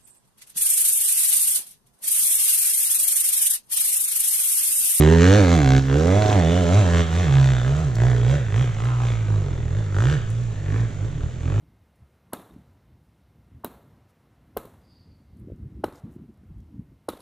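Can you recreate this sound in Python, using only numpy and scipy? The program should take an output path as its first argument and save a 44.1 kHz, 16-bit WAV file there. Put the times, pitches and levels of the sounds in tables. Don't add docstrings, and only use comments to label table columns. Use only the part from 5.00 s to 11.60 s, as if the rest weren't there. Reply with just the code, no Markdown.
import sys
import numpy as np
from scipy import signal
from scipy.fft import rfft, irfft, next_fast_len
from scipy.io import wavfile
from scipy.ndimage import uniform_filter1d, map_coordinates

SR = 44100
rng = np.random.default_rng(int(sys.argv[2]) if len(sys.argv) > 2 else 0)


def log_audio(samples):
    frames = np.atleast_2d(samples).T
    limited = np.clip(frames, -1, 1)
    pcm = np.round(limited * 32767).astype(np.int16)
    wavfile.write(sys.argv[1], SR, pcm)


N = 291060
T = np.arange(N) / SR

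# (opens_s, shuts_s, firings a second at opening_hz and at shutting_hz, roll_off_s,
# boom_db, bark_db, crack_db); the levels are before each layer's final balance
THROTTLE_TWISTS = [(-0.07, 0.125, 70.26, 82.4, 0.29, -15, -19.5, -27.0),
                   (0.19, 0.376, 83.56, 107, 0.22, -14.5, -22, -25.5),
                   (0.49, 0.534, 85.7, 86.45, 0.16, -16, -26.0, -25.5),
                   (0.671, 0.787, 66.6, 67.23, 0.0089, -21, -26.5, -26),
                   (0.909, 1.17, 67.52, 102.7, 0.092, -19, -22.5, -32),
                   (1.191, 1.339, 105.78, 103.9, 0.33, -16, -23, -31.0),
                   (1.447, 1.589, 80.56, 92.88, 0.31, -19.5, -27.5, -33.5),
                   (1.672, 1.786, 83.98, 108.6, 0.19, -19, -28, -31.0),
                   (1.892, 2.015, 85.22, 84.66, 0.03, -19.5, -29.5, -29.5),
                   (2.106, 2.214, 80.34, 92.25, 0.28, -23, -33.0, -32.5),
                   (2.317, 2.515, 67.94, 65.45, 0.25, -27.5, -36, -31.5),
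                   (2.616, 2.809, 60.84, 81.0, 0.15, -27.5, -35.5, -41.5),
                   (2.969, 3.07, 56.08, 63.87, 0.28, -24.5, -31, -34.5),
                   (3.242, 3.353, 58.95, 74.44, 0.037, -27.5, -32.5, -35),
                   (3.513, 3.616, 49.58, 65.82, 0.083, -28.0, -36.5, -34),
                   (3.758, 3.871, 52.72, 61.98, 0.095, -31.0, -41, -39.0),
                   (3.986, 4.138, 60.6, 58, 0.077, -31.0, -42, -37),
                   (4.251, 4.351, 53.07, 52.47, 0.42, -29.5, -38, -44),
                   (4.679, 4.776, 38.08, 55.4, 0.12, -31.5, -42.5, -45),
                   (4.951, 5.129, 47.7, 78.17, 0.047, -27, -33.5, -32),
                   (5.235, 5.418, 51.95, 61.53, 0.48, -37, -53, -55),
                   (5.662, 5.805, 46.84, 58.83, 0.061, -29.5, -38, -42),
                   (5.989, 6.061, 47.97, 56.61, 0.14, -32, -43.5, -61),
                   (6.172, 6.252, 35.46, 39.4, 0.051, -32, -40.5, -48.5),
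                   (6.428, 6.601, 41.18, 57.1, 0.2, -29.5, -35.5, -42.5)]
# (time_s, distance_m)
BIKE_DISTANCE = [(0, 8.5), (.7, 6.4), (1.2, 9.9), (2.5, 15.2), (4, 27.9), (6.6, 33)]
# (time_s, share 0-1)
LIMITER_CUT = [(1.19, 0), (1.205, 0.3), (1.33, 1), (1.36, 0)]
# (pitch_hz, relative_db)
HISS_COLOUR = [(2500, -7.5), (4000, -7), (5000, -11), (6000, -4.5), (6700, -4), (7700, -6.5), (8200, -14.5),
               (9300, -18), (11000, -27), (13000, -28.5), (15800, -36)]
CRUISE_HZ = 59.7


def amp(db):
    return 10 ** (np.asarray(db) / 20)


def unit(x):
    return x / np.sqrt(np.mean(x ** 2) + 1e-20)


def along(points, hz):
    f, v = np.transpose(points)
    return np.interp(np.log(hz + 1), np.log(f + 1), v)


def curves(rows):
    s, *cols = np.transpose(rows)
    return [np.interp(T, s, c) for c in cols]


def wobble(rate):
    knots = rng.standard_normal(int(N * rate / SR) + 4)
    return map_coordinates(knots, [T * rate])


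def filtered(x, response):
    m = next_fast_len(N + SR // 2)
    hz = np.fft.rfftfreq(m, 1 / SR)
    return irfft(rfft(x, m) * response(hz), m)[..., :N]


def coloured(x, spectrum, size=4096):
    hz = np.fft.rfftfreq(size, 1 / SR)
    cepstrum = irfft(np.log(amp(along(spectrum, hz)) + 1e-6))
    cepstrum[1:size // 2] *= 2
    cepstrum[size // 2 + 1:] = 0
    impulse = irfft(np.exp(rfft(cepstrum)))
    return unit(signal.fftconvolve(x, impulse)[:N])


def spread(a, b):
    # (pitch_hz, likeness 0-1)
    likeness = [(25, 0.24), (90, 0.83), (400, 0.99), (1000, 1), (2000, 0.59), (4000, 0.91), (7000, 0.056)]
    turn = lambda hz: np.arccos(np.clip(along(likeness, hz), -1, 1)) / 2
    mid = filtered(a, lambda hz: np.cos(turn(hz)))
    side = filtered(b, lambda hz: np.sin(turn(hz)))
    return np.array([mid + side, mid - side])


def revs():
    pickup_bend, sag_bend = 1.2, 1.5
    rows = np.array(THROTTLE_TWISTS)
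    speeds = rows[:, 2:4].ravel()
    steps = np.arange(len(speeds))
    step, part = np.divmod(np.interp(T, rows[:, :2].ravel(), steps), 1)
    bent = np.where(step % 2, 1 - (1 - part) ** sag_bend, part ** pickup_bend)
    return np.interp(step + bent, steps, speeds)


def effort(doublings):
    # (level_db at 10 m, loss_db per doubling of distance)
    shut_levels = [(-37, 1.5), (-50, 2.5), (-51.5, -1.1)]
    # boom, bark, crack [dB per second]
    swells_db_per_s = [9.5, -1, -11.5]
    lead_s, opening_s = 0.049, 0.1
    coasting = np.array([amp(db - loss_db * doublings) ** 2 for db, loss_db in shut_levels])
    power = coasting.copy()
    for opens, shuts, _, _, roll_off, *levels_db in THROTTLE_TWISTS:
        on = slice(*np.searchsorted(T, [opens - lead_s, shuts + 2]))
        opening = np.clip((T[on] - opens + lead_s) / opening_s, 0, 1)
        gate = opening * np.exp(-np.maximum(T[on] - shuts, 0) / abs(roll_off))
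        held = np.clip(T[on], opens, shuts) - opens
        for layer, db, swell_db in zip(power, levels_db, swells_db_per_s):
            layer[on] += (gate * amp(db + swell_db * held)) ** 2
    load_db = 10 * np.log10(power[-1] / coasting[-1])
    return (*10 * np.log10(power), load_db)


def boom(turn, rate, level_db, distance):
    # (pitch_hz, relative_db)
    near_colour = [(35, -6.5), (60, -8), (85, -6.5), (110, -4.5), (135, 1), (170, -9.5), (215, -14),
                   (265, -1), (300, -2), (340, -16.5), (430, -11.5)]
    far_colour = [(35, -6.5), (60, -6), (85, 0), (110, 5.5), (135, 7), (170, -6), (215, -25.5),
                  (265, -15.5), (330, -26.5), (430, -18)]
    orders_db = [3, 2.93, -4, -3]
    even_m = 12.4
    lug_hz, lumpy_db = 39, 3.5
    pipe_delay_s = .0078
    cut, = curves(LIMITER_CUT)
    phase = 2 * np.pi * (turn - pipe_delay_s * rate)
    near = 1 / (1 + (distance / even_m) ** 6)
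    lumps_db = lumpy_db * (lug_hz / rate) ** 6.0
    waves = 0
    for k, db in enumerate(orders_db, 1):
        pipe_db = near * along(near_colour, k * rate) + (1 - near) * along(far_colour, k * rate)
        waves = waves + amp(db + pipe_db + lumps_db * wobble(30)) * np.sin(k * phase)
    throb = 1 + 0.72 * cut * np.cos(phase / 4)
    return np.sqrt(2) * amp(level_db - 9 * cut) * waves * throb


def bark(turn, rate, level_db, count=26):
    # (time_s, pitch_hz)
    bark_centre = [(0, 344), (.13, 364.6), (.36, 517), (.48, 576), (.62, 740), (.79, 587), (.92, 473),
                   (1.05, 487), (1.32, 710), (1.45, 562), (1.8, 604), (1.95, 546), (2.4, 650), (3.6, 556),
                   (3.9, 889.7), (4.2, 360), (5.1, 460), (5.75, 287.5)]
    # (pitch_hz, relative_db)
    standing_waves = [(200, 6), (265, 22.5), (340, 11.5), (415, 15), (480, 8.5), (530, 4), (580, 4),
                      (630, 6), (685, 1.5), (735, 11.5), (800, 3), (1400, -1.5)]
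    # (pitch_hz, relative_db)
    gas_colour = [(120, -36.5), (220, -5.5), (400, -1.5), (650, -12), (1000, -13.5), (1600, -18),
                  (4000, -82.5)]
    centre, = curves(bark_centre)
    k = np.arange(5, count)[:, None]
    octaves = np.log2(k * rate / centre)
    swell = 1 / (1 + (octaves / 0.25) ** 2) + 0.35 / (1 + (octaves / 1.54) ** 4)
    wander_db = 3.0 * np.array([wobble(4.97) for _ in k])
    gain = swell * amp(along(standing_waves, k * rate) + wander_db)
    gain /= np.linalg.norm(gain, axis=0)
    waves = np.sin(2 * np.pi * k * (turn - 0.0004 * rate))
    lines = -np.sqrt(2) * np.sum(gain * waves, axis=0)
    gas = coloured(rng.standard_normal(N) * np.exp(-2.5 * (turn % 1)), gas_colour)
    far = (curves(BIKE_DISTANCE)[0] / 35) ** 2
    rough = np.clip(far + 0.0087 + 0.34 * curves(LIMITER_CUT)[0], 0, .7)
    return amp(level_db) * (np.sqrt(1 - rough) * lines * amp(0.12 * wobble(50)) + np.sqrt(rough) * gas)


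def firings(turn, rate, decay, shock, fresh):
    turn = turn + .005 * (CRUISE_HZ / rate) ** 2 * wobble(70)
    cycle = turn.astype(int)
    age = (turn % 1) / rate
    size = amp(.7 * rng.standard_normal(1000))[cycle]
    front = unit(-np.diff(cycle, prepend=cycle[0]) * size)
    shapes = rng.standard_normal((64, SR // 25))
    shape = map_coordinates(shapes, [T * 9, np.round(age * SR)], order=1)
    turbulence = fresh * rng.standard_normal(N)
    burst = unit(np.exp(-age / decay) * size * (unit(shape) + turbulence))
    cut, = curves(LIMITER_CUT)
    return (1 - cut) * unit(shock * front + burst) + cut * rng.standard_normal(N)


def cracks(turn, rate, level_db, bright):
    # (pitch_hz, relative_db)
    near_colour = [(300, -16), (700, 0.5), (1000, 8), (1500, -0.5), (2100, 1.5), (2900, -2), (4000, -2.5),
                   (5000, -12), (6500, -9), (7800, -21), (9000, -34.5), (15000, -35)]
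    far_colour = [(300, -29.5), (600, 2.5), (900, -7.5), (1250, 2), (1700, 2.5), (2100, -3), (2800, -9),
                  (3500, -7), (4200, -15.5), (5000, -21.5), (6500, -23), (7800, -21.5), (9000, -50),
                  (15000, -65.5)]
    # (time_s, level_db added to the crack's level)
    putter_level = [(0, -24), (2, -12.5), (2.4, -5.5), (3.6, -3.5), (3.95, 5), (4.1, -10.5), (4.25, -21)]
    # (pitch_hz, relative_db)
    putter_colour = [(450, -35), (750, -7.5), (1050, -3), (1400, -4.5), (2300, -27.5), (5000, -69)]
    pops = firings(turn, rate, decay=0.0022, shock=1.16, fresh=0.54)
    mixed = bright * coloured(pops, near_colour) + (1 - bright) * coloured(pops, far_colour)
    sharp = amp(level_db - 0.58) * unit(mixed)
    soft_pops = firings(turn, rate, decay=0.0013, shock=0.46, fresh=0.28)
    putter = amp(level_db + curves(putter_level)[0]) * coloured(soft_pops, putter_colour)
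    return sharp + putter


def spray(patchy_db):
    grit = [coloured(rng.standard_normal(N) * amp(patchy_db * wobble(900)), HISS_COLOUR) for _ in range(2)]
    return spread(*grit)


def hiss(turn, rate, level_db, scatter, distance):
    edge = coloured(firings(turn, rate, decay=0.0023, shock=0.54, fresh=0.22), HISS_COLOUR)
    veil = 1.2 * scatter * np.sqrt(distance)
    return amp(level_db + 0.5) * (edge + veil * spray(patchy_db=-4.1)) / np.sqrt(1 + veil ** 2)


def trees(x, count=22):
    # (pitch_hz, fade_s)
    fade_times = [(100, 1), (500, 0.28), (2000, 0.53), (8000, 0.67)]
    wet = np.zeros((2, N + SR))
    hop = N // (count - 1) + 1
    for start in range(-hop, N, hop):
        hz, t, z = signal.stft(rng.standard_normal((2, SR // 2)), SR, nperseg=256)
        fade = amp(-60 * t / along(fade_times, hz)[:, None])
        onset = 1 - np.exp(-t / 0.002)
        tail = signal.istft(z * fade * onset, SR, nperseg=256)[1]
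        tail /= np.sqrt(np.mean(np.abs(rfft(tail)[:, 100:2000]) ** 2))
        i = np.arange(max(start, 0), min(start + 2 * hop, N))
        stretch = x[i] * np.sin(np.pi * (i - start) / (2 * hop))
        part = signal.fftconvolve(stretch[None], tail, axes=1)
        wet[:, i[0]:i[0] + part.shape[1]] += part
    return spread(*wet[:, :N])


def forest_quiet():
    # (pitch_hz, relative_db)
    quiet_colour = [(20, 8.5), (40, -15), (100, 0), (250, -9.5), (500, -15), (1000, -26), (3000, -29.5),
                    (5000, -41.5), (7000, -28.5), (9000, -51), (15000, -78)]
    return amp(-36.0) * spread(*[coloured(rng.standard_normal(N), quiet_colour) for _ in range(2)])


def stones():
    # (start_s, level_db before a common 6 dB cut, ring pitch_hz)
    stone_hits = [(.868, -46, 13600), (2.136, -47, 9100), (2.954, -26, 5800), (3.562, -47, 7150),
                  (3.845, -36, 6500), (5.303, -35.5, 8100), (5.329, -48.5, 7850)]
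    out = np.zeros(N)
    t = np.arange(SR // 20) / SR
    for s, db, hz in stone_hits:
        grain = unit(uniform_filter1d(rng.standard_normal(len(t)), size=14))
        ring = grain * np.sin(2 * np.pi * hz * t) * amp(-60 * t / 0.026)
        out[round(s * SR):][:len(t)] += amp(db - 6.0) * ring
    return out


def bangs():
    # (start_s, level_db before colouring)
    bang_hits = [(1.2224, -21), (1.261, -19.5), (1.3, -21.5), (1.3286, -22)]
    colour = [(200, 4), (900, 9.0), (3500, 8.5), (6500, 0), (10000, -25.5)]  # (pitch_hz, gain_db)
    puffs = sum(amp(db) * (T >= s) * np.exp(-np.abs(T - s) / 0.0009) for s, db in bang_hits)
    return filtered(puffs * rng.standard_normal(N), lambda hz: amp(along(colour, hz)))


def scene():
    rate = revs()
    turn = np.cumsum(rate) / SR + .3
    distance = np.abs(curves(BIKE_DISTANCE)[0])
    doublings = np.log2(distance / 10)
    octaves = np.log2(rate / CRUISE_HZ)
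    boom_db, bark_db, crack_db, load_db = effort(doublings)
    hiss_db = -56 + 0.6 * load_db + 0.5 * doublings + 7.5 * octaves
    scatter = amp(7 - 0.73 * load_db + 9 * octaves)
    direct = 1 / np.sqrt(1 + scatter ** 2)
    bright = np.clip(0.76 / (1 + (distance / 9.2) ** 2), 0, 1)
    low = boom(turn, rate, boom_db, distance)
    growl = bark(turn, rate, bark_db - .7)
    crack = cracks(turn, rate, crack_db, bright)
    top = hiss(turn, rate, hiss_db, scatter, distance)
    clicks = stones() + bangs()
    bounced = scatter * direct * (crack + amp(-3.5) * growl)
    bounced_low = amp(-11.5) * (1 - bright) * low
    echo = trees(bounced + bounced_low + amp(-8.5) * clicks)
    return low + growl + direct * crack + top + clicks + echo + forest_quiet()


def record(dry):
    # (pitch_hz, left minus right_db)
    port_tilt = [(60, -1.5), (100, -1.5), (180, -3.5), (310, -3.5), (530, -9.5), (920, -4.5), (1590, 0.5),
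                 (2750, 0.0), (4740, -1), (8190, -1.0)]
    # (pitch_hz, left port's lead in radians)
    port_lead = [(450, 0.047), (850, 1.14), (1150, 1.37), (2000, 0.69), (3000, 0.5), (4500, 0.42)]
    top_hz = 15800
    half = lambda hz: amp(along(port_tilt, hz) / 2) * np.exp(1j * along(port_lead, hz) / 2)
    return filtered(dry, lambda hz: np.array([half(hz), 1 / half(hz)]) * (hz < top_hz))


dry = scene()
out = record(dry)
log_audio(out)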